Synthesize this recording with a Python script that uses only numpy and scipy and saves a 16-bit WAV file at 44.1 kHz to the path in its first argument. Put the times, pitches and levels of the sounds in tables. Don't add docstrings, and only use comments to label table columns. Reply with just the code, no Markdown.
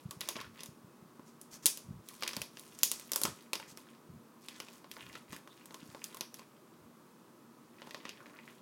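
import sys
import numpy as np
from scipy import signal
from scipy.fft import rfft, irfft, next_fast_len
from scipy.io import wavfile
from scipy.ndimage import uniform_filter1d

SR = 44100
rng = np.random.default_rng(int(sys.argv[2]) if len(sys.argv) > 2 else 0)


def wav_record(signal):
    frames = np.transpose(np.atleast_2d(signal))
    bounded = np.clip(frames, -1, 1)
    quanta = np.round(bounded * 32767).astype(np.int16)
    wavfile.write(sys.argv[1], SR, quanta)


N = 379701
TIME = np.arange(N) / SR
CUTOFF_HZ = 16300
LN_60_DB = np.log(1000)


def from_db(db):
    return 10 ** (np.asarray(db) / 20)


def rms_one(x):
    return x / np.sqrt(np.mean(x ** 2) + 1e-20)


def unit_energy(x):
    return x / np.sqrt(np.sum(x ** 2, axis=-1, keepdims=True) + 1e-20)


def at_hz(points, hz):
    known_hz, values = np.transpose(points)
    return np.interp(np.log(np.maximum(hz, 1)), np.log(known_hz), values)


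def band(x, low_hz, high_hz):
    edges = [low_hz, min(high_hz, SR / 2 - 1000)]
    return signal.sosfilt(signal.butter(2, edges, "band", fs=SR, output="sos"), x + 1e-18)


def coloured_noise(spectrum):
    size = next_fast_len(N)
    gain = from_db(at_hz(spectrum, np.fft.rfftfreq(size, 1 / SR)))
    white = rfft(rng.standard_normal(size))
    return rms_one(irfft(white * gain, size)[:N])


def add(track, s, sound):
    start = max(round(s * SR), 0)
    track[start:start + len(sound)] += sound[:max(N - start, 0)]


def swells(rows):
    gain = np.zeros(N)
    for s, length_s, level_db in rows:
        add(gain, s, from_db(level_db) * np.sqrt(np.hanning(int(length_s * SR))))
    return gain


# (frequency [Hz], relative density [dB per Hz])
RUSH_COLOUR = [(30, -33), (75, -23), (100, -10.5), (150, 1.5), (230, 0), (340, 2), (450, -5), (600, -8.5),
               (740, -11.5), (1000, -6.5), (1300, -10.5), (1800, -17.5), (2700, -22), (16000, -26.5)]
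# (frequency [Hz], width [Hz], rms level [dB])
FAN_HUM = [(232.9, 16, -66.5), (485, 37, -79.5), (612, 30, -81.5), (1118, 43, -80.5), (1273, 34, -79),
           (2560, 25, -89)]


def background(rush_db=-60.5):
    out = from_db(rush_db) * coloured_noise(RUSH_COLOUR)
    for hz, width_hz, level_db in FAN_HUM:
        tone = band(rng.standard_normal(N), hz - width_hz / 2, hz + width_hz / 2)
        out += from_db(level_db) * rms_one(tone)
    return out


# (frequency [Hz], time to fall 60 dB [s])
ROOM_DECAY = [(250, 0.26), (1000, 0.27), (3000, 0.34), (7000, 0.37), (15000, 0.2)]
# (frequency [Hz], relative level [dB])
ROOM_TONE = [(150, 4.5), (400, 6), (1000, 5), (2000, 1), (3800, -4), (7000, 2.5), (10000, -1),
             (14000, -3.5), (16000, -0.5)]


def room(x, build_s=0.0015, early_s=0.031, early_gain=0.93, patchy_db=1.5, count=12):
    t, tail = TIME[:SR // 2], 0
    patches = rms_one(uniform_filter1d(rng.standard_normal(len(t)), size=40))
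    patchiness = from_db(patchy_db * patches * np.exp(-t / 0.024))
    early = 1 + early_gain * np.exp(-t / early_s)
    build_up = 1 - np.exp(-t / build_s)
    edges = np.geomspace(100, 19000, count)
    for low_hz, high_hz in zip(edges, edges[1:]):
        hz = np.sqrt(low_hz * high_hz)
        decay = np.exp(-LN_60_DB * t / at_hz(ROOM_DECAY, hz))
        noise = band(rng.standard_normal(len(t)), low_hz, high_hz)
        tail = tail + from_db(at_hz(ROOM_TONE, hz)) * decay * noise
    response = unit_energy(tail * patchiness * early * build_up)
    return signal.fftconvolve(x, response)[:N]


def near_echo(x, delay_s=0.0036, echo_db=-19.5):
    return from_db(echo_db) * np.pad(x, (int(delay_s * SR), 0))[:N]


# (start [s], length [s], rms level at the height of the stroke [dB])
BED_DRAGS = [(.33, 0.24, -60.5), (1.84, 0.19, -51), (2.36, 0.091, -53.5), (3.22, 0.13, -53.5),
             (4.07, 0.154, -57), (5.0, 0.15, -62), (5.29, 0.086, -55.5), (6.8, 0.085, -65)]
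# (frequency [Hz], relative level [dB])
DRAG_TONE = [(30, -36), (65, 2), (100, 8.5), (180, 7), (260, -8.5), (500, -44.5)]


def dragging():
    return swells(BED_DRAGS) * coloured_noise(DRAG_TONE)


# (start [s], peak [dB], pitch [Hz])
BED_KNOCKS = [(0.052, -33.5, 150), (0.166, -43, 154), (0.354, -41, 230), (0.684, -45.5, 145),
              (0.841, -46, 171), (1.021, -47, 178), (1.192, -41.5, 248), (1.649, -44, 280),
              (1.882, -37.5, 140), (1.904, -35, 173), (2.367, -37, 190), (3.246, -31, 231),
              (3.719, -48, 206), (4.094, -43, 150), (4.159, -43, 162), (5.325, -41.5, 202),
              (5.826, -43, 228), (5.887, -46.5, 154)]


def thuds(cycles=2.54, rebound_s=0.033, rebound_db=-10.5):
    out = np.zeros(N)
    for s, peak_db, hz in BED_KNOCKS:
        length_s = cycles / hz
        t = TIME[:int(length_s * SR)] - length_s / 2
        knock = from_db(peak_db) * np.hanning(len(t)) * np.sin(2 * np.pi * hz * t)
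        add(out, s, knock)
        add(out, s + rebound_s, from_db(rebound_db) * knock)
    return out


# (start [s], length [s], rms level at the height of the stroke [dB])
METAL_RUBS = [(5.5, 0.033, -61.5)]


def squeak(low_hz=3450, high_hz=3900):
    return swells(METAL_RUBS) * rms_one(band(rng.standard_normal(N), low_hz, high_hz))


# (start [s], length [s], rms level at the height of the stroke [dB])
PEEL_STROKES = [(1.25, 0.068, -65), (1.505, 0.077, -52.5), (1.622, 0.036, -53.5), (3.67, 0.067, -55.5)]
# (frequency [Hz], relative level [dB])
PEEL_TONE = [(1500, -10), (3800, -9.5), (5200, -3), (7000, -3.5), (9000, -9), (13000, -12), (16000, -20)]


def peeling(grain_db=2.5):
    grain = from_db(grain_db * rms_one(uniform_filter1d(rng.standard_normal(N), size=60)))
    return swells(PEEL_STROKES) * rms_one(coloured_noise(PEEL_TONE) * grain)


# (start [s], length [s], crinkle level before the mix [dB], tautness as treble against midrange [dB])
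HAND_FLEXES = [(.01, 0.025, -72.5, 4), (0.234, 0.067, -49, -4), (0.371, 0.046, -47.5, -12),
               (.56, 0.066, -60.5, -3), (2.069, 0.1, -62, 2), (2.214, .2, -56.5, 2),
               (2.555, 0.54, -64.5, 4.5), (3.145, 0.16, -57, -7), (3.37, 0.072, -65, -4),
               (3.572, 0.046, -57, -3.5), (3.776, 0.025, -60.5, -0.5), (3.876, 0.025, -58.5, -11),
               (4.428, 0.34, -64, 1), (4.92, 0.26, -58.5, -4.5), (5.308, 0.044, -54.5, -3),
               (5.502, 0.14, -66.5, -5), (5.724, 0.44, -62, -3), (6.374, 0.04, -64, -2),
               (7.76, 0.058, -62.5, -10), (7.857, .25, -59, -8.5), (8.175, 0.21, -58.5, -15.5),
               (8.45, 0.11, -65, -4.5)]


def flexing(attack_s=0.046, release_s=0.023, resting_db=-82.5):
    effort, taut = np.full(N, from_db(resting_db)), np.zeros(N)
    for s, length_s, level_db, taut_db in HAND_FLEXES:
        attack = np.clip(1 + (TIME - s) / attack_s, 0, 1) ** 2
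        release = np.exp(-np.maximum(TIME - s - length_s, 0) / release_s)
        pull = from_db(level_db) * attack * release
        effort += pull
        taut += pull * taut_db
    return 20 * np.log10(effort), taut / effort


def crinkle(level_db, centre_hz, octaves, per_s, cycles, spread_db, count=3):
    starts, t = np.flatnonzero(rng.random(N) < per_s / SR), TIME[:SR // 120]
    chance = rng.standard_normal((len(starts), 1 + 2 * count, 1))
    size, facets, shares = np.split(chance, [1, 1 + count], axis=1)
    hz = np.broadcast_to(centre_hz, N)[starts, None, None] * 2 ** (octaves * facets)
    turns = np.minimum(hz, CUTOFF_HZ) * t
    ringing = np.sin(2 * np.pi * turns) * np.exp(-LN_60_DB * turns / cycles)
    rings = np.sum(shares * np.sqrt(hz) * ringing, axis=1)
    grains = from_db(spread_db * np.minimum(size[:, 0], 2)) * rings
    places = starts[:, None] + np.arange(len(t))
    out = np.bincount(places.ravel(), grains.ravel(), N)[:N]
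    return from_db(level_db) * rms_one(out)


def crackle():
    flex_db, taut_db = flexing()
    facet_hz = 3270 * 2 ** (0.04 * taut_db)
    fold_db = flex_db - 14 - 0.34 * taut_db
    folds = crinkle(fold_db, 560, octaves=0.49, per_s=200, cycles=3.5, spread_db=4.0)
    coarse = crinkle(flex_db, facet_hz, octaves=0.5, per_s=230, cycles=9.0, spread_db=7.0)
    fine = crinkle(flex_db + taut_db, 8600, octaves=0.51, per_s=520, cycles=6.0, spread_db=3.5)
    facets = band(from_db(-3.5) * coarse, 650, 7150) + from_db(-3.5) * fine
    return band(folds, 200, 2000) + facets


# (frequency [Hz], width [Hz], gain [dB])
SHEET_RESONANCES = [(736, 355, -8), (1060, 330, 4), (1750, 550, 1.5), (2513, 160, 0.5), (3900, 270, 0.5)]


def sheet(x):
    for hz, width_hz, db in SHEET_RESONANCES:
        lift, damping = from_db(db / 2), np.pi * width_hz / SR
        turn = -2 * np.cos(2 * np.pi * hz / SR)
        zeros = [1 + damping * lift, turn, 1 - damping * lift]
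        poles = [1 + damping / lift, turn, 1 - damping / lift]
        x = signal.lfilter(zeros, poles, x)
    return x


# (time [s], crack level as rms if spread over one millisecond [dB],
# body against the crack [dB], sizzle against the crack [dB], pitch of the ring [Hz])
SNAPS_AND_TAPS = [(0.1098, -38.5, -4.5, 2.5, 1140), (0.208, -34.5, -12, 2, 6100),
                  (0.213, -31, -8.5, -16, 3800), (0.2879, -27, -5.5, 0.5, 6750),
                  (0.357, -39, -2, -18, 2980), (0.366, -36.5, 3, -13, 3360), (0.403, -38.5, -1, -13, 1170),
                  (0.4126, -38, -18, -9, 1095), (0.6063, -39, -9.5, -6, 5930),
                  (0.634, -40, -6.5, 1.5, 10250), (0.6596, -45.5, -15, 3.5, 7000),
                  (1.195, -63.5, 18, -11, 1090), (1.4142, -59, -2, 18, 10200), (1.6579, -20, -12, 7, 9860),
                  (1.6648, -20.5, -37, 5.5, 6490), (1.7737, -39, -8.5, 3, 4870),
                  (2.0876, -44, -30, 5, 11200), (2.224, -32.5, 1, -9, 2330), (2.2342, -26.5, -8, -12, 4800),
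                  (2.2776, -28, -17, -3, 2520), (2.2907, -36.5, -4, -4, 2360),
                  (2.333, -35, -5.5, -10, 5720), (2.3665, -30.5, -4, -2.5, 4570),
                  (2.417, -28.5, -10, -2.5, 2680), (2.5712, -42, -4, -9, 2810),
                  (2.5954, -46.5, -18, 4.5, 6060), (2.789, -45, -18, 5, 7150),
                  (2.8328, -19, -18.5, 7, 7170), (2.9155, -28, -9.5, 5, 8730), (2.9977, -49.5, 1, 10, 8930),
                  (3.1182, -30, -5, 6, 5900), (3.1338, -30, -9, 2.5, 5740), (3.1598, -30, -1, 10, 11500),
                  (3.2159, -36.5, 4.5, 10, 12500), (3.2351, -28, -9, 8.5, 8490),
                  (3.2527, -24.5, -0.5, -8, 1270), (3.5322, -23.5, -7, -3.5, 2650),
                  (3.5546, -32, -7, -6.5, 5140), (3.599, -43, 5.5, -7, 910), (3.7736, -47, 2.5, 3, 5590),
                  (4.4853, -35.5, -14, -6.5, 3490), (4.6017, -34.5, -3.5, -7, 3050),
                  (4.6852, -44.5, -1.5, -14, 2550), (4.8436, -49, 6, -21, 1080),
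                  (4.9146, -38, -16, -2.5, 3220), (4.967, -48, 8, -12, 890), (5.154, -40, -3, -16, 1310),
                  (5.3295, -41.5, 0, -5, 1140), (5.364, -47, 0, 2.5, 2450), (5.4751, -50.5, 6, -5, 1100),
                  (5.6575, -53, 1, 8.5, 8200), (5.708, -48.5, 6.5, -17, 1230), (5.744, -42, 1.5, -2, 1040),
                  (5.9476, -47, 11, -12, 860), (6.0417, -36.5, -23, 4.5, 5100),
                  (6.1456, -43.5, -2, 1.5, 1060), (6.1697, -43.5, -0.5, 2.5, 5670),
                  (6.209, -28.5, -7, -4.5, 5930), (6.3425, -42, -7, 2, 11400),
                  (6.394, -46.5, 2.5, -7, 1040), (7.819, -42.5, 2.5, -28.5, 3060),
                  (7.872, -49.5, 10.5, -16, 1230), (7.9087, -40, -8, -12, 1900),
                  (7.9456, -36, 1, -15, 1850), (8.053, -36.5, 0.5, -25, 1950), (8.0827, -47, -7, -19, 2800),
                  (8.0924, -35, -14, -12.5, 2820), (8.2658, -53, 0, -24, 2630)]
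# (low edge [Hz], high edge [Hz], flutter's time to fall 60 dB [s], flutter against the first pulse [dB])
RADIATION_BANDS = [(253, 1040, 0.013, 5), (2450, 6640, 0.027, -0.5), (5100, 14050, 0.015, -2)]
# rise of (body, crack, sizzle) bands [octaves per dB of sizzle]
BAND_RISE = [0, .026, .008]
ROOM_FEED_DB = [-7, -5, -5]


def snaps(flip_s=0.00054, facet_db=0.0, facet_cycles=32.0, facet_room_db=-10):
    direct, feed, t = np.zeros(N), np.zeros(N), TIME[:SR // 25]
    high_edges = np.array(RADIATION_BANDS)[:, 1]
    chance = rng.standard_normal((len(SNAPS_AND_TAPS), len(RADIATION_BANDS), 2, len(t)))
    for (s, crack_db, body_db, sizzle_db, facet_hz), noise in zip(SNAPS_AND_TAPS, chance):
        levels_db = [crack_db + body_db, crack_db, crack_db + sizzle_db]
        gains = from_db(levels_db) * np.sqrt(SR / 1000)
        facet_decay = np.exp(-LN_60_DB * facet_hz * t / facet_cycles)
        facet = unit_energy(np.sin(2 * np.pi * facet_hz * t) * facet_decay)
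        facet_band = np.searchsorted(high_edges, facet_hz)
        for k, (low_hz, high_hz, t60, flutter_db) in enumerate(RADIATION_BANDS):
            rise = 2 ** (BAND_RISE[k] * sizzle_db)
            flip_drive = noise[k, 0] * np.exp(-t / flip_s)
            flutter_drive = noise[k, 1] * np.exp(-LN_60_DB * t / t60)
            drives = np.array([flip_drive, flutter_drive, signal.unit_impulse(len(t))])
            flip, flutter, even = unit_energy(band(drives, rise * low_hz, rise * high_hz))
            ring = from_db(facet_db) * (facet_band == k) * facet
            add(direct, s, gains[k] * unit_energy(flip + from_db(flutter_db) * flutter + ring))
            to_room = unit_energy(even + from_db(facet_room_db) * ring)
            add(feed, s, gains[k] * from_db(ROOM_FEED_DB[k]) * to_room)
    return direct, feed


def scene():
    rush = background()
    handling = thuds() + dragging()
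    hiss = peeling() + squeak()
    crinkling = crackle()
    direct, snap_feed = snaps()
    room_feed = snap_feed + from_db(-3.5) * crinkling + from_db(-10.5) * hiss + from_db(-18.0) * handling
    film = sheet(direct + near_echo(direct) + crinkling + room(room_feed))
    return (film + hiss + handling + rush)[None]


def record(dry):
    return signal.sosfilt(signal.cheby1(12, 0.2, CUTOFF_HZ, fs=SR, output="sos"), dry)


dry = scene()
out = record(dry)
wav_record(out)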